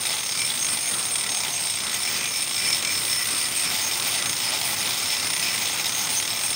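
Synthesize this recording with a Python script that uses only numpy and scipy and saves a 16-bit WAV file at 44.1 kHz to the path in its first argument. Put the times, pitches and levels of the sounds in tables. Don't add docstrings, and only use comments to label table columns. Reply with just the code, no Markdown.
import sys
import numpy as np
from scipy import signal
from scipy.fft import rfft, irfft
from scipy.io import wavfile
from scipy.ndimage import uniform_filter1d, map_coordinates

SR = 44100
rng = np.random.default_rng(int(sys.argv[2]) if len(sys.argv) > 2 else 0)


def output_pcm(signal):
    pcm = np.clip(np.atleast_2d(signal).T, -1, 1) * 32767
    wavfile.write(sys.argv[1], SR, np.round(pcm).astype(np.int16))


N = 288855

# [f/Hz, relative density/dB]
SCRAPE_SPECTRUM = [(500, -9.5), (900, 1.5), (1700, -23), (2050, 5.5), (3000, 4.5), (4200, 3), (5100, 5.5),
                   (5800, 3.5), (6250, 2), (6600, 3), (6900, 0.5), (8000, 0), (9600, -40), (12000, -22)]


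def scrape(rub, scrape_db):
    return colour(rub * grit(spread_db=0.5), SCRAPE_SPECTRUM) * undb(scrape_db - 3.5)


# [f/Hz, relative density/dB]
KNOCK_SPECTRUM = [(100, -14), (400, -21), (900, -6.5), (1650, -15.5), (2050, -1), (3000, -4.5), (3650, -1),
                  (4300, -4.5), (5300, -2.5), (7000, -5), (9000, -14.5), (10500, -21), (13000, -21),
                  (15500, -25)]


def knocks(knock_force):
    return colour(knock_force * grit(spread_db=3.5), KNOCK_SPECTRUM) * undb(2.5)


# [first t/s, last t/s, hops/count, relative level/dB]
HOP_RUNS = [(0.231, 0.35, 5, -28), (0.39, 0.417, 2, -26), (0.626, 0.685, 4, -28), (1.026, 1.052, 2, -27),
            (1.155, 1.345, 8, -27.5), (1.434, 1.448, 2, -26.5), (1.738, 1.867, 5, -28.5),
            (2.474, 2.579, 4, -28), (2.702, 2.728, 2, -25), (2.824, 2.871, 3, -25), (2.951, 2.975, 2, -26),
            (3.096, 3.286, 7, -27.5), (3.997, 4.022, 2, -25.5), (4.222, 4.401, 6, -25.5),
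            (4.613, 4.613, 1, -25), (4.873, 4.906, 2, -27), (5.057, 5.057, 1, -25),
            (5.166, 5.227, 3, -26.5), (5.27, 5.395, 5, -25), (5.577, 5.577, 1, -25), (5.842, 5.842, 1, -25),
            (5.893, 5.948, 3, -27.5), (6.199, 6.276, 4, -26.5)]
STRAYS_PER_S, STRAY_MAX_DB, STRAY_SPREAD_DB = 11, -28, 1.5


def bounces():
    run_times, run_db = [], []
    for first_s, last_s, hops, level_db in HOP_RUNS:
        run_times.append(np.linspace(first_s, last_s, round(hops)))
        run_db.append(np.full(round(hops), level_db))
    times, hop_db = np.concatenate(run_times), np.concatenate(run_db)
    gap, size = rng.standard_normal((200, 2)).T
    strays = np.cumsum(np.exp(.5 * gap)) / STRAYS_PER_S
    clear = np.abs(strays[:, None] - times).min(axis=1) > .025
    free = clear & (strays < (N - 1) / SR)
    stray_db = STRAY_MAX_DB - STRAY_SPREAD_DB * np.abs(size[free])
    return np.r_[times, strays[free]], np.r_[hop_db, stray_db]


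def hopping():
    t = np.arange(N) / SR
    inside = np.zeros(N)
    for first_s, last_s, hops, _ in HOP_RUNS:
        if hops > 2:
            inside += (t > first_s - .02) * (t < last_s)
    return uniform_filter1d(inside, size=500)


SKIPS_PER_S, SKIPS_PER_S_PER_DB = 84, 5.5


def skips(bounce_times, pressure_db, uneven, spread_db):
    gap, size = rng.standard_normal((900, 2)).T
    t = np.arange(N) / SR
    count = np.cumsum(SKIPS_PER_S + SKIPS_PER_S_PER_DB * pressure_db) / SR
    times = np.interp(np.cumsum(np.exp(uneven * gap)), count, t, right=-1)
    to_bounce_s = np.abs(times[:, None] - bounce_times).min(axis=1)
    return times, undb(spread_db * size) * np.clip(to_bounce_s / .016, .35, 1)


def bites(times, sizes, rise_s, fall_s):
    touches = np.zeros(N)
    inside = (times >= 0) & (times < (N - 1) / SR)
    np.add.at(touches, (times[inside] * SR).astype(int), sizes[inside] ** 2)
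    t = np.arange(SR // 10) / SR
    shape = (1 - np.exp(-t / rise_s)) * np.exp(-t / fall_s)
    power = signal.fftconvolve(touches, (shape / shape.max()) ** 2)[:N]
    return np.sqrt(np.abs(power))


def airborne(times, heights, depth):
    before = bites((N - 1) / SR - times, heights, rise_s=.001, fall_s=.012)[::-1]
    return 1 / (1 + depth * before)


PART_DRIVE = {"scrape": (-29, 0.32, 0.17), "guard": (-37, -0.038, 0.62), "head": (-39.5, 0.61, 0.48),
              "dust": (-40, 0.29, 1), "rim": (-41.5, 0.25, 2.1), "low": (-38, 0.13, 2.1),
              "middle": (-40, 0, 2.5), "high": (-37, -1, 2.1), "top": (-35.5, -0.03, 2.6)}
# [start t/s, length/s, part/name, relative level/dB]
PART_SWELLS = [(0.01, .21, "guard", -36), (0.312, 0.099, "rim", -36), (0.378, 0.088, "top", -31),
               (0.387, 0.079, "low", -28.5), (0.492, 0.099, "guard", -31.5), (0.59, 0.17, "high", -32),
               (0.602, .07, "middle", -28.5), (0.64, 0.56, "top", -33.5), (0.75, 0.3, "guard", -38.5),
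               (1.106, 0.13, "high", -31), (1.152, 0.1, "top", -42), (1.027, 0.075, "middle", -34),
               (1.273, 0.16, "middle", -34), (1.517, .05, "middle", -31), (1.29, .17, "low", -36),
               (1.38, .32, "guard", -40), (1.522, 0.25, "high", -32), (1.856, 0.25, "guard", -37),
               (1.915, .05, "middle", -33), (2.02, 0.14, "low", -32.5), (2.046, 0.25, "head", -35),
               (2.327, 0.079, "low", -29.5), (2.525, 0.21, "low", -30), (2.547, 0.99, "high", -37.5),
               (2.6, 0.8, "head", -41.5), (2.673, 0.085, "low", -24), (2.832, 0.17, "low", -29),
               (2.906, 0.25, "dust", -38), (3.047, 0.59, "top", -35.5), (3.08, 0.16, "low", -28.5),
               (3.317, 0.1, "low", -33), (3.537, 0.13, "high", -29), (3.65, 0.061, "low", -27),
               (3.82, 0.073, "middle", -31), (3.9, .06, "low", -34), (4.09, 0.1, "top", -31.5),
               (4.26, 0.054, "middle", -32), (4.397, 0.16, "rim", -33.5), (4.702, .6, "rim", -43),
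               (4.8, 0.32, "guard", -37), (5.02, 0.21, "low", -32), (5.248, .2, "top", -32.5),
               (5.37, .05, "middle", -34), (5.486, .06, "low", -28), (5.55, 0.9, "guard", -40),
               (5.597, .25, "middle", -37), (5.895, 0.16, "middle", -31.5), (6.16, 0.048, "middle", -26.5),
               (6.1, 0.43, "dust", -42), (6.242, 0.39, "low", -36.5), (6.414, 0.14, "top", -33),
               (6.425, 0.044, "high", -29)]
WAVERS_PER_S = 12
SWELL_RISE_S, SWELL_FALL_S = .025, .035


def drive_db(part, pressure_db):
    usual_db, db_per_db, waver_db = PART_DRIVE[part]
    t = np.arange(N) / SR
    power = undb(usual_db + db_per_db * pressure_db + waver_db * walk(WAVERS_PER_S)) ** 2
    for start_s, length_s, name, swell_db in PART_SWELLS:
        if name == part:
            rise = (t - start_s) / SWELL_RISE_S
            fall = (start_s + length_s - t) / SWELL_FALL_S
            swell = np.clip(np.minimum(rise, fall) + .5, 0, 1)
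            power = power + (undb(swell_db) * swell) ** 2
    return 10 * np.log10(power)


# [f/Hz, width/Hz, relative level/dB]
WHEEL_LOW = [(2342, 65, -11), (5320, 46, 0)]
WHEEL_MIDDLE = [(6100, 36, -9), (6457, 24, 0)]
WHEEL_HIGH = [(8468, 45, 0), (8728, 55, -1)]
WHEEL_TOP = [(9052, 36, -3), (9190, 44, 0)]


def wheel(force, pressure_db):
    out = 0
    families = {"low": WHEEL_LOW, "middle": WHEEL_MIDDLE, "high": WHEEL_HIGH, "top": WHEEL_TOP}
    for name, modes in families.items():
        tone = ring(force * grit(spread_db=4), modes, waver_db=3.0)
        swing = np.sqrt(uniform_filter1d(tone ** 2, size=3500))
        out = out + tone / swing * undb(drive_db(name, pressure_db))
    return bend(out, depth=0.0018, rate=18)


def bend(x, depth, rate):
    lag = depth * SR / (np.pi * rate) * walk(rate)
    return map_coordinates(x, [np.arange(N) + lag], order=3, mode="reflect")


# [f/Hz, width/Hz, relative level/dB]
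GUARD_MODES = [(2200, 350, -5), (3430, 260, -1), (3720, 280, 0)]


def guard(jolts, pressure_db):
    tone = ring(jolts * grit(spread_db=3.0), GUARD_MODES, waver_db=2.0)
    return tone * undb(drive_db("guard", pressure_db))


# [f/Hz, width/Hz, relative level/dB]
HEAD_MODES = [(1995, 60, 0), (2430, 240, 1), (3000, 80, -6)]


def gear_head(force, pressure_db):
    tone = ring(force * grit(spread_db=2.0), HEAD_MODES, waver_db=4)
    return tone * undb(drive_db("head", pressure_db))


# [f/Hz, width/Hz, relative level/dB]
RIM_MODES = [(4780, 50, -5), (4970, 300, 0), (5180, 60, -2)]


def rim(force, pressure_db):
    tone = ring(force * grit(spread_db=0.5), RIM_MODES, waver_db=3.5)
    return tone * undb(drive_db("rim", pressure_db) + 1.0)


# [f/Hz, relative density/dB]
DUST_SPECTRUM = [(6000, -11), (7900, -35), (8350, 15), (9200, 1), (9450, 4), (9900, 0.5), (10700, -4),
                 (11300, -33), (12000, 3), (12600, -20), (13700, -10), (14600, 5), (15700, 6), (18000, -4)]


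def dust(force, dust_db):
    grains = unit(np.hypot(1.1, force)) * grit(spread_db=5.0)
    return colour(grains, DUST_SPECTRUM) * undb(dust_db + 4.5)


# [f/Hz, width/Hz, relative level/dB]
OVERTONES = [(11325, 30, -7), (11688, 28, -9), (11883, 34, -7), (12258, 26, -10), (13000, 50, -7),
             (13942, 40, -4), (15415, 60, 0)]


def shimmer(force, dust_db):
    return ring(force * grit(spread_db=6.5), OVERTONES, waver_db=3.5) * undb(dust_db - 2.5)


# [f/Hz, width/Hz, relative level/dB]
BODY_MODES = [(724, 86, 12), (838, 54, 13.5)]
# [t/s, level/dB]
BODY_DRONE = [(0, -49), (.12, -42.5), (.4, -53), (1.35, -42), (2.4, -52), (3.5, -57), (3.85, -42.5),
              (4.2, -45.5), (4.8, -40.5), (5.05, -51), (5.4, -44), (6.55, -45)]


def body(rub):
    return ring(rub * grit(spread_db=0), BODY_MODES, waver_db=1.0) * undb(curve(BODY_DRONE))


# [deepest sag t/s, length/s, whine sag/Hz]
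LEANS = [(.21, .7, 1080), (.65, .6, 900), (1.12, .85, 720), (1.76, .65, 1300), (2.38, .4, 530),
         (3.0, .7, 820), (4.2, .65, 650), (4.68, .65, 1150), (5.27, .65, 1000), (5.86, .55, 1050),
         (6.35, .6, 1030)]


def lean_sag_hz():
    t = np.arange(N) / SR
    sag_hz = np.zeros(N)
    for deepest_s, length_s, depth_hz in LEANS:
        phase = np.pi * np.clip((t - deepest_s) / length_s, -.5, .5)
        sag_hz += depth_hz * np.cos(phase) ** 2
    return sag_hz


# [t/s, level/dB]
WHINE_LEVEL = [(0, -47), (.42, -44), (1.2, -63), (1.8, -52), (2.14, -52), (3, -50), (3.7, -46), (4.15, -54),
               (4.7, -41), (5.3, -55), (6.55, -55)]
FREE_WHINE_HZ, FAN_BLADES = 11280, 31


def whine(turn):
    return np.sin(FAN_BLADES * turn) * undb(curve(WHINE_LEVEL))


# [f/Hz, relative density/dB]
FAN_SPECTRUM = [(28, -34), (42, -27), (62, -11), (110, 0), (200, -1.5), (270, -1), (370, -4.5), (580, -3),
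                (800, -13), (1050, -2), (1300, 1), (1650, -4), (3000, -8.5), (9000, -20)]
# [t/s, relative level/dB]
MOTOR_LEVEL = [(0, 0.2), (0.8, -1.5), (1.4, -0.9), (1.8, -1.5), (2.4, 0.7), (4.6, 1.1), (5.6, 1.2),
               (6.55, 0.5)]
FAN_DB, FAN_DB_PER_HZ = -38, -0.0011


def fan(sag_hz):
    level_db = FAN_DB + curve(MOTOR_LEVEL) + FAN_DB_PER_HZ * sag_hz + 1.9 * walk(13)
    return colour(rng.standard_normal(N), FAN_SPECTRUM) * undb(level_db)


# [multiple of its speed, relative level/dB]
ROTOR_ORDERS = [(1, -57), (2, -56), (3, -57)]
ROTOR_DB_PER_HZ = -0.0044


def rotor(turn, sag_hz):
    hum = sum(undb(order_db) * np.sin(k * turn) for k, order_db in ROTOR_ORDERS)
    return hum * undb(3.0 + curve(MOTOR_LEVEL) + ROTOR_DB_PER_HZ * sag_hz)


# [f/Hz, width/Hz, relative level/dB]
HOUSING_MODES = [(108.6, 14, 7), (151, 4.7, 4.5), (204, 31, -3), (265.2, 1.9, -2.5)]


def housing():
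    return ring(rng.standard_normal(N), HOUSING_MODES, waver_db=1.0) * undb(-51.5)


def motor(flutter_hz):
    sag_hz = lean_sag_hz()
    whine_hz = FREE_WHINE_HZ - sag_hz + flutter_hz * walk(120)
    turn = 2 * np.pi * np.cumsum(whine_hz) / SR / FAN_BLADES
    return rotor(turn, sag_hz) + whine(turn) + fan(sag_hz) + housing()


def undb(db):
    return 10 ** (np.asarray(db) / 20)


def unit(x):
    return x / np.sqrt(np.mean(x ** 2))


def curve(table):
    return np.interp(np.arange(N) / SR, *np.transpose(table))


def walk(rate):
    steps = signal.resample_poly(rng.standard_normal(2048), 10, 1)
    return unit(np.interp(np.arange(N) / SR * rate * 10, np.arange(len(steps)), steps))


def grit(spread_db):
    size_db = np.repeat(rng.standard_normal(N // 8 + 1), 8)[:N] * spread_db
    return unit(rng.standard_normal(N) * undb(size_db))


def colour(x, spectrum):
    hz, db = np.transpose(spectrum)
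    f = np.arange(N + 1) * SR / (2 * N)
    gain = unit(undb(np.interp(np.log(f + 1), np.log(hz), db)))
    return irfft(rfft(x, 2 * N) * gain)[:N]


def ring(x, modes, waver_db):
    out = 0
    for hz, width_hz, db in modes:
        b, a = signal.iirpeak(hz, hz / width_hz, fs=SR)
        out = out + undb(db + waver_db * walk(14)) * unit(signal.lfilter(b, a, x))
    return unit(out)


# [t/s, force about usual/dB]
PRESSURE = [(0, -0.62), (0.25, -3), (1.25, -4), (1.45, -1.96), (1.8, -3.5), (2.15, 0), (2.45, -3),
            (2.75, -0.44), (3.5, -0.73), (3.8, 1.8), (4.25, 0.78), (4.5, 2), (5.1, 3), (5.4, 2), (5.8, 2),
            (6.55, -2.2)]
RUN_RUB_DB = -0.5


def scene():
    pressure_db = curve(PRESSURE)
    scrape_db, dust_db = drive_db("scrape", pressure_db), drive_db("dust", pressure_db)
    times, bounce_db = bounces()
    sizes = undb(bounce_db)
    skip_times, skip_sizes = skips(times, pressure_db, uneven=.2, spread_db=1.5)
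    hop_db = bounce_db - scrape_db[(times * SR).astype(int)]
    touching = airborne(times, undb(hop_db) ** 2, depth=0.14) * undb(RUN_RUB_DB * hopping())
    chatter = unit(bites(skip_times, skip_sizes, rise_s=0.00054, fall_s=0.017))
    rub = unit(touching * np.hypot(.65, chatter))
    knock_force = bites(times, sizes, rise_s=.0009, fall_s=.0062)
    force = unit(np.hypot(rub * undb(scrape_db + 5.5), knock_force))
    jolt_sizes = np.r_[skip_sizes, sizes / sizes.mean()]
    jolts = bites(np.r_[skip_times, times], jolt_sizes, rise_s=0.0002, fall_s=0.006)
    grinding = scrape(rub, scrape_db) + knocks(knock_force) + wheel(force, pressure_db)
    grinding += guard(jolts, pressure_db) + gear_head(force, pressure_db) + rim(force, pressure_db)
    grinding += dust(force, dust_db) + shimmer(force, dust_db) + body(rub)
    return (grinding + motor(flutter_hz=36))[None]


TOP_HZ = 15720


def record(dry):
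    thin = signal.sosfilt(signal.butter(3, 52, "highpass", fs=SR, output="sos"), dry)
    return signal.sosfilt(signal.ellip(12, .1, 80, TOP_HZ, fs=SR, output="sos"), thin)


dry = scene()
out = record(dry)
output_pcm(out)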